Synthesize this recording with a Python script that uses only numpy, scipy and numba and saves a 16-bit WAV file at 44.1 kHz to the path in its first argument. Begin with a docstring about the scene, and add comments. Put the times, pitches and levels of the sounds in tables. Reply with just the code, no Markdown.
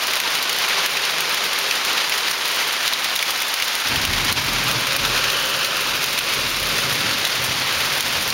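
"""Just inside a window, under a panel roof, a small mono camera hears a hailstorm.
Countless stones and drops merge into a roar; nearer stones drum, crack and shatter on the roof
panels and the window ledge. Thunder rolls in halfway and shakes the pane. As the camera comes
close to the glass, sound bouncing off it changes the tone of the roar."""
import sys
import numpy as np
from scipy import signal
from scipy.fft import rfft, irfft
from scipy.io import wavfile
from numba import njit

SR = 44100
rng = np.random.default_rng(int(sys.argv[2]) if len(sys.argv) > 2 else 0)


def unload_wav(signal):
    """Save mono or channel-first audio to the path in sys.argv[1] as 16-bit WAV at rate SR, clipped to [-1, 1]."""
    wavfile.write(
        sys.argv[1],
        SR,
        np.round(np.clip(np.atleast_2d(signal).T, -1, 1) * 32767).astype(np.int16),
    )


N = 367353
T = np.arange(N) / SR

# the nearest hailstones: (time [s], relative crack level [dB], relative knock level [dB], pitch [Hz])
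NEAR_STONES = [(0.0687, -9, -31, 3690), (0.133, -11, -22, 2600), (0.154, -13, -29, 1990),
               (0.2, -7.5, -17, 2570), (0.3514, -9.5, -18, 3060), (0.425, -11, -24, 3540),
               (0.493, -13, -18, 3000), (0.527, -10, -25, 4120), (0.5846, -9, -32, 3270),
               (0.8602, -5.5, -16, 3330), (0.9682, -15, -20, 2375), (1.05, -12, -20, 2120),
               (1.2044, -8, -31, 3860), (1.3435, -9, -26, 3040), (1.4414, -15, -31, 2930),
               (1.53, -13, -23, 2900), (1.7086, -12, -17, 2560), (1.8485, -9.5, -22, 2370),
               (1.975, -15, -19, 3050), (2.1207, -24, -18, 2470), (2.177, -13, -23, 3870),
               (2.28, -17, -20, 1800), (2.311, -9, -22, 1580), (2.8772, -6, -14.5, 3550),
               (2.9334, -13, -16, 3670), (3.16, -9, -18, 3880), (3.1894, -14, -18, 3470),
               (3.225, -7, -15, 2110), (3.305, -9, -25, 2680), (3.401, -13, -33, 3000),
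               (3.42, -9, -23, 2710), (3.539, -6.5, -22, 2550), (3.5982, -15, -21, 2060),
               (3.6216, -9.5, -17, 2670), (3.679, -14, -20, 3320), (3.751, -6.5, -29, 3260),
               (3.87, -19, -18, 1340), (3.9568, -12, -17.5, 3020), (4.05, -5, -17, 3000),
               (4.1323, -21, -18, 2200), (4.3242, -0.5, -17, 4190), (4.7116, -9, -20, 2900),
               (4.963, -5, -25, 2870), (5.0488, -15, -16, 1450), (5.1754, -15, -22, 3160),
               (5.239, -14, -16, 1420), (5.30, -12, -19, 3790), (5.645, -11, -16, 3570),
               (6.04, -8, -18, 3030), (6.188, -5.5, -18.5, 2720), (7.11, -16, -29, 4790),
               (7.25, -7, -14, 3700), (8.006, -6, -26, 4050), (8.3012, -9, -21, 4460)]
# the bright tone of breaking ice: (frequency [Hz], relative level [dB])
ICE_TONE = [(500, -6.5), (2000, 3), (4000, 6.5), (6500, 5), (9500, 4.5), (12500, 0.5), (15500, 3)]


def undb(db):
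    """Turn decibels into a number to multiply by."""
    return 10 ** (np.asarray(db) / 20)


def unit(x):
    """Scale a sound to an average (rms) size of 1."""
    return x / np.sqrt(np.mean(x ** 2))


def curves(table):
    """Join the points of each column of a timed table with straight lines."""
    times, *columns = np.transpose(table)
    return [np.interp(T, times, column) for column in columns]


def colour(x, tone, size=4096):
    """Give a sound the tone in a table, while hits keep their sharp start."""
    hz, db = np.transpose(tone)
    log_hz = np.log(np.fft.rfftfreq(size, 1 / SR) + 1)
    gain = undb(np.interp(log_hz, np.log(hz), db))
    # these steps make the filter ring only after a hit, never before it
    cepstrum = irfft(np.log(gain))
    cepstrum[1:size // 2] *= 2
    cepstrum[size // 2 + 1:] = 0
    response = irfft(np.exp(rfft(cepstrum)))
    return signal.fftconvolve(x, response / np.linalg.norm(response))[:N]


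def resonate(x, hz, width_hz):
    """Ring at one pitch; a narrower width rings longer."""
    return signal.lfilter(*signal.iirpeak(hz, hz / width_hz, fs=SR), x)


def fade(x, seconds):
    """Give every spike a tail that dies away."""
    return signal.lfilter([1], [1, -np.exp(-1 / (seconds * SR))], x)


def swell(start_s, hold_s, rise_s, fall_s):
    """A level that rises, stays up until hold_s after its start, then dies away."""
    age = T - start_s
    return np.clip(age / rise_s, 0, 1) * np.exp(-np.maximum(age - hold_s, 0) / fall_s)


def wander(rate):
    """A random drift, about 1 in size, that turns rate times a second."""
    points = rng.standard_normal(N // 100)
    return np.interp(T * rate, np.arange(len(points)), points) * np.sqrt(3 / 2)


def impacts(rate, spread_db):
    """Randomly timed spikes, about rate a second, many small and few large."""
    size = undb(spread_db * np.clip(rng.standard_normal(N), -2.5, 2.5))
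    return (rng.random(N) < rate / SR) * size * rng.choice([-1, 1], N)


def taps(count, low_hz, high_hz):
    """Stones land on many spots, each ringing briefly at its own pitch."""
    pitches = np.geomspace(low_hz, high_hz, count) * rng.uniform(.95, 1.05, count)
    return unit(sum(resonate(impacts(rate=22, spread_db=2), hz, width_hz=hz / 20) for hz in pitches))


def roar():
    """Thousands of far hits a second blur together, with closer stones rattling and tapping."""
    # the tone of distant hail: (frequency [Hz], relative level [dB])
    roar_tone = [(30, -20.5), (100, -25), (200, -13.5), (400, -9.5), (750, -4.5), (1200, -1.1),
                 (1800, -0.9), (2700, 0), (4000, -2), (6000, -7), (9500, -15.5), (12500, -18.5),
                 (15500, -26.5)]
    wash = unit(impacts(rate=9000, spread_db=3))
    rattle_energy = fade(impacts(rate=160, spread_db=3.5) ** 2, seconds=0.0064)
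    rattle = unit(np.sqrt(rattle_energy) * rng.standard_normal(N))
    distant = unit(colour(wash + undb(-3.5) * rattle, roar_tone))
    patter = taps(count=36, low_hz=887, high_hz=5000)
    # lone pellets snap dryly on the glass
    snaps = unit(resonate(impacts(rate=21, spread_db=5.5), hz=2400, width_hz=2600))
    flicker = undb(0.45 * wander(rate=35))
    return unit((distant + undb(-9.5) * patter + undb(-18.5) * snaps) * flicker)


def downpour():
    """How loud the roar is: it drifts slowly and swells when a gust throws more hail on the roof."""
    # the roar between gusts: (time [s], level [dB])
    base_levels = [(0, -22), (1.1, -21), (2.4, -21.5), (3.5, -22), (4.3, -22), (5.1, -20.5), (5.45, -21.5),
                   (6.1, -21.5), (6.55, -22), (7.0, -22), (7.7, -20.5), (8.33, -22)]
    # flurries of hail: (time of the peak [s], length [s], level change [dB])
    flurries = [(0.152, .08, 2), (0.35, 0.11, 2), (0.787, 0.22, 3), (1.053, 0.2, 0), (1.726, 0.11, 1),
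                (1.95, 0.077, 1.5), (2.125, 0.043, -0.5), (2.593, 0.1, 1.5), (2.88, 0.075, 2.5),
                (3.955, 0.2, 1.5), (4.178, 0.029, 4), (4.288, 0.026, 4.5), (4.385, 0.043, 5.5),
                (4.66, .12, 1), (5.194, 0.16, 1.5), (6.33, 0.28, 1), (6.82, 0.42, 2), (7.093, 0.096, 1),
                (7.268, 0.023, 5)]
    base_db, = curves(base_levels)
    flurry_db = sum(db * np.exp(-(2 * (T - peak_s) / length_s) ** 2) for peak_s, length_s, db in flurries)
    return undb(base_db + flurry_db)


def window_reflection(x):
    """The pane sends back a dull echo, which shifts the tone of the roar as the camera moves."""
    # near the glass: (time [s], echo delay [ms], echo strength [0-1], ring [0-1], hollowness [0-1])
    glass_path = [(4.2, .85, 0, 0, 0), (4.75, .8, .08, 0, 0), (5.15, .75, .28, 0, 0),
                  (5.45, .66, .36, 1, 0), (5.8, .75, .29, .35, 0), (6.15, .8, .2, 0, .2),
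                  (6.55, .8, .12, 0, .42), (7.0, .8, .03, 0, .3), (7.4, .85, 0, 0, 0)]
    delay_ms, strength, ring, hollow = curves(glass_path)
    dull = signal.sosfiltfilt(signal.butter(3, 3600, fs=SR, output="sos"), x)
    echo = np.interp(T - delay_ms / 1000, T, dull)
    # the gap between camera and glass rings when it is narrowest
    gap = ring * undb(3) * resonate(x, hz=3010, width_hz=74)
    heard = (x + strength * echo + gap) / np.sqrt(1 + strength ** 2)
    # low by the frame, the middle pitches drop and the sound turns hollow
    return heard - hollow * resonate(heard, hz=760, width_hz=630)


def thunder(start_s=3.84, rise_s=0.085, fall_s=0.16):
    """Scattered shock waves arrive as a dull roll over a deep rumble, and make the room ring."""
    # rolls of thunder: (time [s], hold [s], roll level [dB], rumble level [dB])
    rolls = [(3.84, 0.53, -33, -34), (4.433, 0.33, -32.5, -42), (4.893, 0.19, -34.5, -42),
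             (5.78, .2, -45, -50), (6.28, 0.39, -38.5, -45), (6.644, 0.33, -34, -50),
             (6.975, 0.074, -31, -48), (7.315, 0.21, -36, -41), (7.68, 0.5, -43, -49),
             (8.12, 0.22, -39, -46)]
    # the dull tone of a roll: (frequency [Hz], relative level [dB])
    roll_tone = [(25, -35), (80, -24), (115, -4), (155, -10), (190, -5), (250, -0.5), (350, -4),
                 (550, -8.5), (900, -19), (2500, -60)]
    # a low murmur lingers between the rolls
    arrived = np.clip((T - start_s) / rise_s, 0, 1)
    roll_gain, rumble_gain = arrived * undb(-43.5), arrived * undb(-55)
    for time_s, hold_s, roll_db, rumble_db in rolls:
        shape = swell(time_s, hold_s, rise_s, fall_s)
        roll_gain = np.hypot(roll_gain, shape * undb(roll_db))  # hypot adds levels by their energy
        rumble_gain = np.hypot(rumble_gain, shape * undb(rumble_db))
    roll = unit(colour(impacts(rate=2000, spread_db=0.5), roll_tone))
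    room_ring = unit(resonate(roll, hz=136.5, width_hz=23))
    thuds = resonate(impacts(rate=850, spread_db=11.5), hz=81, width_hz=37)
    rumble = unit(resonate(thuds, hz=85, width_hz=46))
    return unit(roll + room_ring) * roll_gain + rumble * rumble_gain


def pane_boom(start_s=3.84):
    """Shaken by thunder, the pane swings at its lowest note, wavering in pitch and level."""
    # booms of the pane: (time [s], hold [s], level [dB])
    booms = [(4.0, .17, -38), (4.4, .2, -39), (4.96, 0.15, -36), (6.32, .32, -44.5)]
    gain = np.clip((T - start_s) / 0.085, 0, 1) * undb(-56)  # a faint tremble between booms
    for time_s, hold_s, db in booms:
        gain = np.hypot(gain, swell(time_s, hold_s, rise_s=0.1, fall_s=0.13) * undb(db))
    pitch_hz = 39.6 + 3 * wander(rate=9.1)
    swing = np.sqrt(2) * np.sin(2 * np.pi * np.cumsum(pitch_hz) / SR)
    return swing * undb(2 * wander(rate=9)) * gain


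def roof_and_ledge():
    """The roof panels and the window ledge ring like low drums under the stones."""
    # the notes of a roof panel: (pitch [Hz], width [Hz], relative level [dB])
    panel_notes = [(161, 6, -2), (247, 6.7, -16), (402, 20, 1), (481, 63, -2)]
    # drumming, louder when nearer: (time [s], roof level [dB], ledge level [dB])
    drum_levels = [(0, -45, -58), (1.0, -39, -50), (2.2, -41.5, -59), (3.0, -46, -56), (4.0, -50, -59),
                   (5.1, -40, -35.5), (6.1, -41.5, -40.5), (6.85, -40, -40), (7.5, -44.5, -43),
                   (8.33, -44, -42)]
    roof_db, ledge_db = curves(drum_levels)
    blows = impacts(rate=1500, spread_db=2)
    panels = unit(sum(undb(db) * resonate(blows, hz, width_hz) for hz, width_hz, db in panel_notes))
    ledge = unit(resonate(blows, hz=542, width_hz=55))
    return panels * undb(roof_db) + ledge * undb(ledge_db)


def ice_spray():
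    """Stones burst on the ledge into short showers of ice chips, over the fizz of the drops."""
    # the steady spray of ice and water close by: (time [s], level [dB])
    spray_levels = [(0, -31), (1.0, -34), (2.5, -29), (3.5, -32), (4.1, -31), (5.1, -29.5), (5.6, -30),
                    (8.33, -27)]
    steady_db, = curves(spray_levels)
    burst_energy = fade(impacts(rate=55, spread_db=4.5) ** 2, seconds=0.0045)
    chips = unit(np.sqrt(burst_energy) * impacts(rate=9000, spread_db=5))
    fizz = unit(impacts(rate=3600, spread_db=2.5))
    spray = unit(colour(chips + undb(-4) * fizz, ICE_TONE))
    # each of the nearest stones throws an extra shower
    thrown = np.zeros(N)
    for time_s, crack_db, _, _ in NEAR_STONES:
        thrown[int(time_s * SR)] = undb(crack_db - 23)
    return spray * np.hypot(undb(steady_db), fade(thrown, seconds=0.049))


def hailstones(crush_s=0.0007, crack_s=0.0013, scatter_s=0.008, knock_s=0.0061):
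    """Each of the nearest stones cracks, scatters chips and knocks a note from the spot it hits."""
    # the tone of a knock: (frequency [Hz], relative level [dB])
    knock_tone = [(200, -28), (900, 1), (2200, 21), (3800, 23.5), (6500, 19.5), (12000, -4)]
    hits, knocks = np.zeros(N), np.zeros(N + SR)
    age = np.arange(SR // 20) / SR
    # a stone takes a moment to crush, which softens the start of both knock and crack
    knock_shape = (1 - np.exp(-age / crush_s)) * np.exp(-age / knock_s)
    for time_s, crack_db, knock_db, hz in NEAR_STONES:
        start = int((time_s + crush_s) * SR)
        hits[start] = undb(crack_db)
        blow = undb(knock_db) * knock_shape * rng.standard_normal(len(age))
        knocks[start:start + len(age)] += blow + undb(6) * resonate(blow, hz, width_hz=620)
    crush = fade(hits, crush_s) / (crush_s * SR)
    ice_shape = fade(crush, crack_s) + undb(-8) * fade(crush, scatter_s)
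    ice = ice_shape * rng.standard_normal(N)
    return undb(-4) * colour(ice, ICE_TONE) + undb(2) * colour(knocks[:N], knock_tone)


def scene():
    """The whole storm at one microphone, the same in both channels."""
    far_hail = window_reflection(roar() * downpour())
    near_hail = ice_spray() + hailstones() + roof_and_ledge()
    return np.tile(far_hail + near_hail + thunder() + pane_boom(), (2, 1))


@njit
def follow_level(x, rise_s, fall_s):
    """Track how loud a sound is, at one speed going up and another going down."""
    rise, fall = 1 - np.exp(-1 / (rise_s * SR)), 1 - np.exp(-1 / (fall_s * SR))
    levels, level = np.empty(len(x)), 0.
    for i in range(len(x)):
        level += (abs(x[i]) - level) * (rise if abs(x[i]) > level else fall)
        levels[i] = level
    return levels


def record(dry):
    """The camera turns down briefly after hard hits, loses one band of treble and cuts the very top."""
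    limit_db, notch_hz, top_hz = -9, 7881, 15750
    sensed = dry[0] + undb(1) * np.diff(dry[0], prepend=0)  # sharp cracks count most
    level = follow_level(sensed, rise_s=0.0012, fall_s=0.06)
    turned_down = dry / np.maximum(level / undb(limit_db), 1)
    notched = signal.lfilter(*signal.iirnotch(notch_hz, Q=4.2, fs=SR), turned_down)
    return signal.sosfilt(signal.ellip(10, .2, 70, top_hz, fs=SR, output="sos"), notched)


dry = scene()
out = record(dry)
unload_wav(out)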